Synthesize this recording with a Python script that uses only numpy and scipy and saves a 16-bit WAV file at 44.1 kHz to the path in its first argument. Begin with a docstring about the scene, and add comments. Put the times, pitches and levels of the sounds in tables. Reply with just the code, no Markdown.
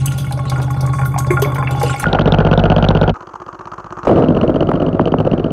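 """Beside a filled tub, then under its water, a small pump knocks about sixteen times a second.
In the air its knocks ring a humming tub and a rattling housing; noise hisses, loose parts clank and rattle.
Then the microphone dips: air pops, water fizzes, and soft thumps, churning and rising valve ticks take over.
For a second water seals the microphone port and all is thin and faint, then the port clears."""
import sys
import numpy as np
from scipy import signal
from scipy.fft import rfft, irfft
from scipy.io import wavfile
from scipy.ndimage import uniform_filter1d, minimum_filter1d

SR = 44100
rng = np.random.default_rng(int(sys.argv[2]) if len(sys.argv) > 2 else 0)


def generate_wav(sig):
    """Save sig (samples, or channels by samples) to the path in sys.argv[1] as 16-bit PCM at SR."""
    pcm = np.round(np.clip(np.atleast_2d(sig).T, -1, 1) * 32767).astype(np.int16)
    wavfile.write(sys.argv[1], SR, pcm)


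N = 243431
T = np.arange(N) / SR   # time of each sample, s


def amp(db):
    """Gain of a level in dB."""
    return 10 ** (np.asarray(db) / 20)


def during(rows):
    """Smooth gains from a table's dB columns, silent outside its span of time."""
    start_s, *columns = np.transpose(rows)
    inside = (T >= start_s[0]) & (T <= start_s[-1])
    gate = uniform_filter1d(inside * 1., size=130)
    return [gate * amp(np.interp(T, start_s, column)) for column in columns]


def level(x, gain):
    """Bring a sound to rms 1 where the gain is open, then apply the gain."""
    return gain * x / np.sqrt(np.mean(x[gain > 0] ** 2) + 1e-20)


def low_pass(x, order, cut_hz):
    """Butterworth filter that dulls a sound above a cutoff."""
    return signal.sosfilt(signal.butter(order, cut_hz, fs=SR, output="sos"), x)


def resonate(x, modes):
    """Side-by-side resonances of (pitch_hz, width_hz, level_db), signs alternating."""
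    out = 0
    for k, (hz, width, db) in enumerate(modes):
        r = np.exp(-np.pi * width / SR)   # a wider resonance loses energy faster
        feedback = [1, -2 * r * np.cos(2 * np.pi * hz / SR), r * r]
        ring = signal.lfilter([1 - r * r, 0, r * r - 1], feedback, x + 1e-18)
        out = out + (-1) ** k * amp(db) * ring
    return out


def steep(x, modes):
    """Side-by-side resonances, each applied twice so that the valleys stay dark."""
    out = 0
    for k, (hz, width, db) in enumerate(modes):
        once = resonate(x, [(hz, width, 0)])
        out = out + (-1) ** k * amp(db) * resonate(once, [(hz, width, 0)])
    return out


def colour(x, spectrum):
    """A causal (minimum-phase) filter that follows a spectrum."""
    hz, db = np.transpose(spectrum)
    grid = np.maximum(np.arange(2049) * SR / 4096, 1)
    cepstrum = irfft(np.log(amp(np.interp(np.log(grid), np.log(hz), db))))
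    cepstrum[1:2048] *= 2   # fold the backward half of time onto the forward half
    cepstrum[2049:] = 0
    return signal.fftconvolve(x, irfft(np.exp(rfft(cepstrum))))[:N]


def dying(x, t60):
    """Each click starts an envelope of its height that falls 60 dB in t60 seconds."""
    return signal.lfilter([1], [1, -amp(-60 / (t60 * SR))], x + 1e-18)


def drift(rate_hz):
    """Smoothed chance of spread 1, drawn at 60 points a second."""
    knots = rng.standard_normal(int(N / SR * 60) + 2)
    slow = signal.lfilter([1], [1, -np.exp(-2 * np.pi * rate_hz / 60)], knots)
    return np.interp(T * 60, np.arange(len(slow)), slow / slow.std())


def grains(per_s, size_db):
    """Random clicks of uneven size and either sign."""
    sizes = amp(size_db * np.minimum(rng.exponential(1, N), 3.5)) * rng.choice([-1, 1], N)
    return sizes * (rng.random(N) < per_s / SR)


def chances(count, columns):
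    """Bell-shaped chance values with the extremes cut off."""
    return np.clip(rng.standard_normal((count, columns)), -1.5, 1.5)


TURNS_PER_S = 15.7
# how the pump speed wanders: start_s, lead over an even run (turns)
SPEED_LEAD = [(0.0, -0.364), (0.2, -0.398), (0.45, -0.385), (1.05, -0.105), (1.2, -0.12), (1.5, -0.082),
              (1.65, -0.094), (2.1, 0.016), (2.55, -0.006), (2.95, 0.139), (3.15, 0.132), (3.35, 0.071),
              (3.65, 0.07), (3.95, 0.139), (4.35, 0.181), (4.95, 0.069), (5.15, 0.065), (5.4, 0.003)]


def pump_turns():
    """Turns the pump has made at each moment: an even run plus its wandering lead."""
    return TURNS_PER_S * T + np.interp(T, *np.transpose(SPEED_LEAD))


def contacts(stroke, jitter_s, spread_db):
    """Click trains of thumps, surges and ticks: the stroke table played once a turn."""
    turns = pump_turns()
    count = np.arange(-1, int(turns[-1]) + 1)
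    trains = np.zeros((3, N))
    for share, *dbs in stroke:
        chance = chances(len(count), 3)
        at = np.interp(count + share, turns, T, left=-1, right=-1) + jitter_s * chance[:, 0]
        ok = (at > 0) & (at < T[-1])
        # thumps are nearly even; ticks vary a little less than surges
        wobbles = [0.084 * chance[:, 1], chance[:, 1], 0.7 * chance[:, 2]]
        for train, db, wobble in zip(trains, dbs, wobbles):
            train[(at[ok] * SR).astype(int)] += amp(db + spread_db * wobble[ok])
    return trains


MIC_HISS_DB, MIC_HISS_CUT_HZ = -72.5, 11000   # noise level before the cut


def microphone_hiss():
    """The microphone's own steady noise, dulled at the top."""
    return amp(MIC_HISS_DB) * low_pass(rng.standard_normal(N), 2, MIC_HISS_CUT_HZ)


# tub resonances heard in the air: pitch_hz, width_hz (of each of two passes), level_db
AIR_TUB_MODES = [(48, 7.2, -21), (82.6, 19, -7), (103, 8, -63), (132.8, 14.3, 6), (186, 7.7, -14.5),
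                 (224.6, 29, -20.5), (291, 7.2, -13.5)]


def tub_hum(thump):
    """The pump's thumps ring the tub."""
    lead_in = round(4 * SR / TURNS_PER_S)   # the tub is already humming
    return steep(np.r_[thump[:lead_in], thump], AIR_TUB_MODES)[lead_in:]


# pump housing resonances: pitch_hz, width_hz (the buzz and the clanks widen it),
# level_db (for the buzz; clanks and rattles set their own)
HOUSING_MODES = [(396, 10, -12), (586, 13.5, -1), (815.6, 34.4, 3.5), (1100, 15.6, 4), (1410, 42, -3.5),
                 (2203, 47, -16), (3320, 6.1, -46), (3450, 81, -14), (4740, 57, -25.5), (6270, 210, -21),
                 (7940, 33, -25), (8880, 530, -22), (11040, 15, -30), (11800, 57, -31)]


def housing_buzz(shake):
    """Small random knocks, stronger after each push, ring the lower housing modes."""
    knocks = grains(per_s=1200, size_db=6)
    return steep(knocks * shake, [(hz, 1.6 * width, db) for hz, width, db in HOUSING_MODES if hz < 5000])


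# colour of the noise in the air: pitch_hz, level_db (per Hz)
AIR_HISS_COLOUR = [(150, -31), (250, 11), (360, 7.5), (816, 3), (955, -0.5), (1100, 3), (1280, -0.5),
                   (3520, -36.5), (4410, -39), (9330, -40), (16000, -84)]


def air_spray(shake):
    """Coloured noise that pulses with the shaking."""
    return colour(rng.standard_normal(N) * shake, AIR_HISS_COLOUR)


def patchy(x, patchy_db):
    """Treble bands that swell and sink each on their own."""
    edges = np.geomspace(2800, 17000, num=13)
    out = 0
    for edge in zip(edges, edges[1:]):
        band = signal.sosfilt(signal.butter(2, edge, "band", fs=SR, output="sos"), x)
        out = out + amp(patchy_db * drift(54.0)) * band
    return out


def rattle(x, t, hz, t60):
    """Noise round the centre pitch, in two chance bands of the treble, and in the upper housing modes."""
    x = x * amp(-60 * t / t60)
    chance = rng.uniform(0, 1, (2, 2))
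    bands = [(hz, .5 * hz, 0)] + [(5500 + 8000 * a, 2500, -3 - 10 * b) for a, b in chance]
    broad = 0
    for f, width, db in bands:
        once = resonate(x, [(f, width, 0)])
        broad = broad + amp(db - 10.0) * resonate(once, [(f, width, 0)])
    # modes far from the centre pitch answer more weakly
    modes = [(f, width, 2.5 - 10 * abs(np.log2(f / hz))) for f, width, _ in HOUSING_MODES if f > 3000]
    return broad + resonate(x, modes)


def clank(x, t, hz, t60):
    """A clear ring at its own pitch; the blow also stirs the housing modes nearby."""
    ring = np.sin(2 * np.pi * hz * t) * amp(-60 * t / t60) * (1 - np.exp(-t / 0.0016))
    modes = [(f, 11.7 * width, -8 * abs(np.log2(f / hz))) for f, width, _ in HOUSING_MODES if f < 3000]
    body = steep(x * np.exp(-t / 0.0044), modes)
    return ring + amp(-3.0) * body / np.abs(body).max()


def bursts(events, sound, attack_s):
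    """Short noise bursts, each shaped by the given sound and set to its peak level."""
    out, t = np.zeros(N + SR), T[:SR // 4]
    for s, db, hz, t60 in events:
        burst = sound(rng.standard_normal(len(t)) * (1 - np.exp(-t / attack_s)), t, hz, t60)
        start = int(s * SR)
        out[start:start + len(t)] += amp(db) * burst / np.abs(burst).max()
    return out[:N]


SHAKE_SHARES, SHAKE_SCATTER = [.44, .76], .05   # moments in the turn and their scatter, in turns


def shaken(modes, peak_db, spread_db, t60):
    """Two small blows a turn in the air, each on a chance housing mode; weak modes sound weaker."""
    turns = pump_turns()
    whole_turns = np.arange(int(np.interp(AIR_LEVELS[-1][0], T, turns)))
    due = np.add.outer(whole_turns, SHAKE_SHARES).ravel()
    late, strength = chances(len(due), 2).T
    hz, _, mode_db = rng.choice(modes, len(due)).T
    at = np.interp(due + SHAKE_SCATTER * late, turns, T)
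    db = peak_db + spread_db * strength + 0.54 * (mode_db - mode_db.max())
    return list(zip(at, db, hz, t60 + 0 * at))


ROOM_T60_S, ROOM_DB = 0.28, -10.5


def room(x):
    """A tail of dying noise from the hard walls."""
    t = T[:SR // 2]
    tail = rng.standard_normal(len(t)) * amp(-60 * t / ROOM_T60_S) * (t > .004)
    return x + amp(ROOM_DB) * signal.fftconvolve(x, tail / np.sqrt(np.sum(tail ** 2)))[:N]


# the loudest bright rattles of loose parts: start_s, peak_db, centre_hz, t60_s (time to fall 60 dB)
LOUD_RATTLES = [(0.0573, -11, 9100, 0.024), (0.177, -22, 3240, 0.23), (0.3222, -17.5, 3700, 0.032),
                (0.4968, -17.5, 4000, 0.026), (0.6253, -26, 3450, 0.055), (0.8066, -20.5, 4740, 0.054),
                (0.8624, -25, 6250, 0.035), (0.928, -30, 6200, 0.54), (1.0555, -23, 12400, 0.12),
                (1.1846, -13.5, 6660, 0.047), (1.305, -25.5, 8650, 0.2), (1.4186, -13.5, 3170, 0.073),
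                (1.5444, -26.5, 3020, 0.11), (1.797, -26, 5260, 0.082), (1.83, -14, 3850, 0.03),
                (1.9954, -16, 9300, 0.081)]
# the loudest pitched plops and clanks: start_s, peak_db, pitch_hz, t60_s
LOUD_CLANKS = [(0.372, -19, 583, 0.12), (0.599, -16, 794, 0.067), (0.851, -21.5, 1122, 0.22),
               (0.985, -14.5, 1100, 0.11), (1.031, -16.5, 1100, 0.1), (1.161, -8, 783, 0.049),
               (1.181, -14, 1100, 0.17), (1.304, -4.5, 358.5, 0.16), (1.306, -11, 2140, 0.053),
               (1.37, -9, 1410, 0.068), (1.421, -5.5, 411, 0.11), (1.447, -15.5, 2220, 0.043),
               (1.555, -12.5, 830, 0.027), (1.581, -12.5, 1050, 0.13), (1.625, -8, 1090, 0.024),
               (1.672, -13, 2660, 0.024), (1.832, -6, 475, 0.085), (1.897, -16.5, 1084, 0.19),
               (1.998, -16, 1400, 0.059)]
NEARING_DB_PER_S = 5.5   # the small clanks grow as the microphone nears the water


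def loose_parts():
    """Rattles, plops and clanks, large and small, with the room's tail."""
    low = [mode for mode in HOUSING_MODES if mode[0] < 3000]
    high = [mode for mode in HOUSING_MODES if mode[0] > 3000]
    small = shaken(low, peak_db=-24, spread_db=4.0, t60=.08)
    clanks = LOUD_CLANKS + [(s, db + NEARING_DB_PER_S * s, hz, t60) for s, db, hz, t60 in small]
    rattles = LOUD_RATTLES + shaken(high, peak_db=-30, spread_db=4.0, t60=.05)
    return room(bursts(clanks, clank, attack_s=0.0011) + bursts(rattles, rattle, attack_s=0.0012))


# levels in the air, nearing the water: start_s, hum_db, housing_db (before a trim per layer), hiss_db
AIR_LEVELS = [(0.0, -15.5, -28.5, -35), (0.44, -18.5, -31.5, -48), (0.55, -17.5, -29.5, -45.5),
              (1.0, -15, -27, -53.5), (1.15, -16, -30, -50), (1.35, -13.5, -25, -55),
              (1.5, -17.5, -23, -66), (1.91, -16, -25, -30), (1.97, -27.5, -26.5, -37),
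              (2.04, -19.5, -24, -28.5)]
# the one push a turn that reaches the air: share of turn, thump_db, shake_db, tick_db (ticks not played)
AIR_PUSH = [(0.74, 0, -8.5, 0)]


def pump_in_air():
    """Each push hums in the tub and shakes the housing, which buzzes, hisses and rattles."""
    hum_gain, housing_gain, hiss_gain = during(AIR_LEVELS)
    thump, surge, _ = contacts(AIR_PUSH, jitter_s=0.00076, spread_db=11.0)
    shake = amp(-8.5) + dying(surge, 0.32)   # a steady part plus each dying push
    spray = air_spray(shake)
    out = level(tub_hum(thump), hum_gain)
    out = out + level(housing_buzz(shake), housing_gain * amp(-6.5))
    out = out + level(low_pass(spray, 2, 3000), housing_gain * amp(-5.5))
    out = out + level(patchy(spray, patchy_db=5.5), hiss_gain)
    return out + loose_parts() * (hum_gain > 0)


# trapped air pops at the port: start_s, level_db (of the ring), start_hz, final_hz, t60_s
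AIR_POPS = [(2.041, 0, 2000, 750, .015), (2.057, -8, 1500, 1430, .12), (2.188, 0, 1700, 750, .016),
            (3.157, -18, 1500, 1050, .025), (4.071, 4, 1200, 330, .03), (4.094, 2, 900, 400, .03),
            (4.236, -3, 900, 450, .025), (4.308, 0, 500, 220, .04), (4.445, -8, 600, 280, .03),
            (4.716, -3, 1500, 350, .025), (4.995, 5, 1500, 280, .045), (5.14, 4, 1300, 250, .045)]
POP_FALL_S = .0025   # time of the fall in pitch


def pops():
    """A bubble at the port: a ring that falls to its final pitch."""
    out, t = np.zeros(N + SR), T[:SR // 8]
    for s, db, start_hz, hz, t60 in AIR_POPS:
        cycles = hz * t + (start_hz - hz) * POP_FALL_S * (1 - np.exp(-t / POP_FALL_S))
        attack = 1 - np.exp(-(t / .0005) ** 2)
        ring = np.sin(2 * np.pi * cycles) * amp(-60 * t / t60) * attack
        start = int(s * SR)
        out[start:start + len(t)] += amp(db) * ring
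    return out[:N]


# water bursts off the port and fizzes out: start_s, level_db (at the start), t60_s
WATER_SPLASHES = [(2.042, -31.5, 0.57), (4.054, -32, .03), (4.07, -19.5, 0.12), (4.715, -26, 0.025)]
# colour of the fizz: pitch_hz, level_db (per Hz)
SPLASH_COLOUR = [(300, 8), (1400, -5), (2500, -2), (5000, -22), (9000, -27), (13000, -60.5)]


def splashes():
    """Fine crackle under envelopes that die away."""
    envelope = 0
    for s, db, t60 in WATER_SPLASHES:
        envelope = envelope + amp(db - 60 * np.maximum(T - s, 0) / t60) * (T >= s)
    fizz = colour(grains(per_s=6000, size_db=0.84), SPLASH_COLOUR)
    return envelope * fizz / fizz.std()


# tub and water resonances, one list a stage: pitch_hz, width_hz (of each of two passes), level_db
WATER_TUB_MODES = [
    [(52.6, 11.3, 4.5), (100, 15.6, 3), (156.7, 64, 5), (234, 20, 3.5), (467, 430, -4.5), (764, 400, -51)],
    [(51, 13, 7), (101, 96, 10), (184, 48, 11), (236, 31, 8), (344, 48, 6), (1200, 460, 17.5)],
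    [(51, 23, -7.5), (101, 11, 3), (163, 44, 3.5), (246.7, 21, 2.5), (320, 130, -8.5), (607, 380, -17.5)],
]


def tub_thumps(thump, stage):
    """Soft blows ring the tub and its water."""
    return steep(dying(thump, t60=0.0044), WATER_TUB_MODES[stage])


# colour of the churning, one list a stage: pitch_hz, level_db (per Hz)
CHURN_COLOUR = [
    [(160, -23.5), (270, -3.5), (500, 0), (743, -0.5), (1010, -11.5), (1240, -14.5), (1440, -8),
     (1850, -26.5), (3180, -35), (4200, -41.5), (6330, -61), (9000, -65.5), (11700, -105), (19800, -120)],
    [(150, -26), (250, -18.5), (353, 1), (410, -10), (653, -10), (1230, -2), (2040, -30.5), (2790, -33.5),
     (3890, -48), (6470, -34.5), (9000, -56.5), (11700, -69), (19800, -120)],
    [(47, -24.5), (80, -13), (160, -10.5), (313, -6.5), (437, -11), (651, -11), (803, -23.5), (949, -26.5),
     (1270, -27), (1900, -45), (3140, -52), (4120, -58), (12000, -82.5), (15600, -108), (22000, -120)],
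]
INRUSH_DB, INRUSH_T60_S = -4, 1   # rush of water that is strongest as a stage begins and dies away


def churning(surge, start_s, between_db, per_s, stage):
    """Random grains of water noise that surge at each contact."""
    swell = dying(dying(surge, 0.01), 0.02) / 70   # a surge swells for a few ms and dies
    inrush = amp(INRUSH_DB - 60 * np.abs(T - start_s) / INRUSH_T60_S)
    flow = (amp(between_db) + inrush + swell) * amp(1.5 * drift(20))
    return colour(grains(per_s, size_db=3.07) * flow, CHURN_COLOUR[stage])


# an air pocket at the port, one row a stage: pitch_hz, width_hz (of each of two passes),
# level_db (against the churning)
AIR_POCKET = [(1400, 200, -22), (1220, 560, -19.5), (1290, 310, -27.5)]
MURMUR_CUT_HZ = 1750


def pocket_murmur(churn_gain, stage):
    """Uneven grains ring an air pocket, which murmurs between the surges."""
    hz, width, db = AIR_POCKET[stage]
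    murmur = steep(grains(per_s=2000, size_db=5) * amp(5 * drift(24)), [(hz, width, 0)])
    return level(low_pass(murmur, 6, MURMUR_CUT_HZ), churn_gain * amp(db))


# a tick is a tiny rising ring, one row a stage: start_hz and rise (share per ms), both before chance
# varies them, length_s, upper_db (upper partials)
VALVE_TICKS = [(2900, .14, .0028, -20), (2900, .06, .0035, -6), (2950, .03, .0042, -21)]
TICK_CUT_HZ = 5800


def valve_ticks(train, stage):
    """The clicks are dealt to eight short rising rings of different pitch, each a little rough."""
    hz, rise, length_s, upper_db = VALVE_TICKS[stage]
    t, dealt, out = T[:int(length_s * SR)], rng.integers(0, 8, N), 0
    shape = np.sin(np.pi * np.sqrt(t / length_s)) ** 2   # quick swell, slower fall
    for k, (tune, bend) in enumerate(rng.uniform(-1.72, 1, (8, 2))):
        bent_time = t + 500 * rise * (1 + .6 * bend) * t * t
        phase = 2 * np.pi * hz * (1 + .08 * tune) * bent_time
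        ring = np.sin(phase) + amp(upper_db) * (np.sin(2.1 * phase) + 1.5 * np.sin(1.5 * phase))
        rough = 1 + 0.24 * uniform_filter1d(rng.standard_normal(len(t)), size=12)
        tick = ring * rough * shape / np.std(ring * rough * shape)
        out = out + signal.fftconvolve(train * (dealt == k), tick)[:N]
    return low_pass(out, 6, TICK_CUT_HZ)


# port open, sealed, open again, one list a stage: start_s, thump_db, churn_db, tick_db
WATER_LEVELS = [
    [(2.045, -14, -24, -49), (2.12, -18, -16.5, -31), (2.3, -9, -13.5, -28.5), (3.11, -11, -14.5, -30),
     (3.14, -13, -46, -54)],
    [(3.14, -55, -32.5, -58), (3.18, -45.5, -35, -56.5), (4.0, -35.5, -30, -58.5), (4.068, -29, -25.5, -45)],
    [(4.07, -23, -6, -38), (4.15, -42, -7.5, -37.5), (4.3, -13.5, -11, -38.5), (4.55, -17, -13.5, -40),
     (5.52, -19, -16, -42.5)],
]
# contacts in each turn: share of turn, thump_db, surge_db, tick_db
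WATER_STROKE = [(.45, 7.5, 0.5, 3), (.482, -36.5, 11, -7.5), (.718, -45, 15, -4.5), (.75, -1, -21, -10.5),
                (.778, -19, 5.5, -6), (.83, -29, 2, -4.5), (0.0319, -20.5, -3, -42)]
# one row a stage: between_db (churning between surges), grains per s, spread_db (contact strength)
STAGE_SETTINGS = [(-5.5, 5900, 5), (-6, 3300, 5), (0, 3700, 7)]


def pump_in_water():
    """Each stage: thumps in the tub, churning, a murmuring air pocket and valve ticks."""
    out = 0
    for stage, (rows, settings) in enumerate(zip(WATER_LEVELS, STAGE_SETTINGS)):
        between_db, per_s, spread_db = settings
        thump_gain, churn_gain, tick_gain = during(rows)
        thump, surge, tick = contacts(WATER_STROKE, jitter_s=0.00034, spread_db=spread_db)
        water = churning(surge, rows[0][0], between_db, per_s, stage)
        out = out + level(tub_thumps(thump, stage), thump_gain)
        out = out + pocket_murmur(churn_gain, stage)
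        out = out + level(water, churn_gain)
        out = out + level(valve_ticks(tick, stage), tick_gain)
    return out


def scene():
    """Pump through air, then through water, over the microphone's own hiss."""
    return (microphone_hiss() + pump_in_air() + pops() + splashes() + pump_in_water())[None]


CUTOFF_HZ = 16500


def record(dry):
    """A look-ahead limiter holds peaks under full scale, then the top is cut."""
    room_left = np.minimum(.93 / (np.abs(dry) + 1e-9), 1)
    gain = uniform_filter1d(minimum_filter1d(room_left, size=201), size=201)
    return signal.sosfilt(signal.cheby2(12, 50, CUTOFF_HZ, fs=SR, output="sos"), gain * dry)


dry = scene()
out = record(dry)
generate_wav(out)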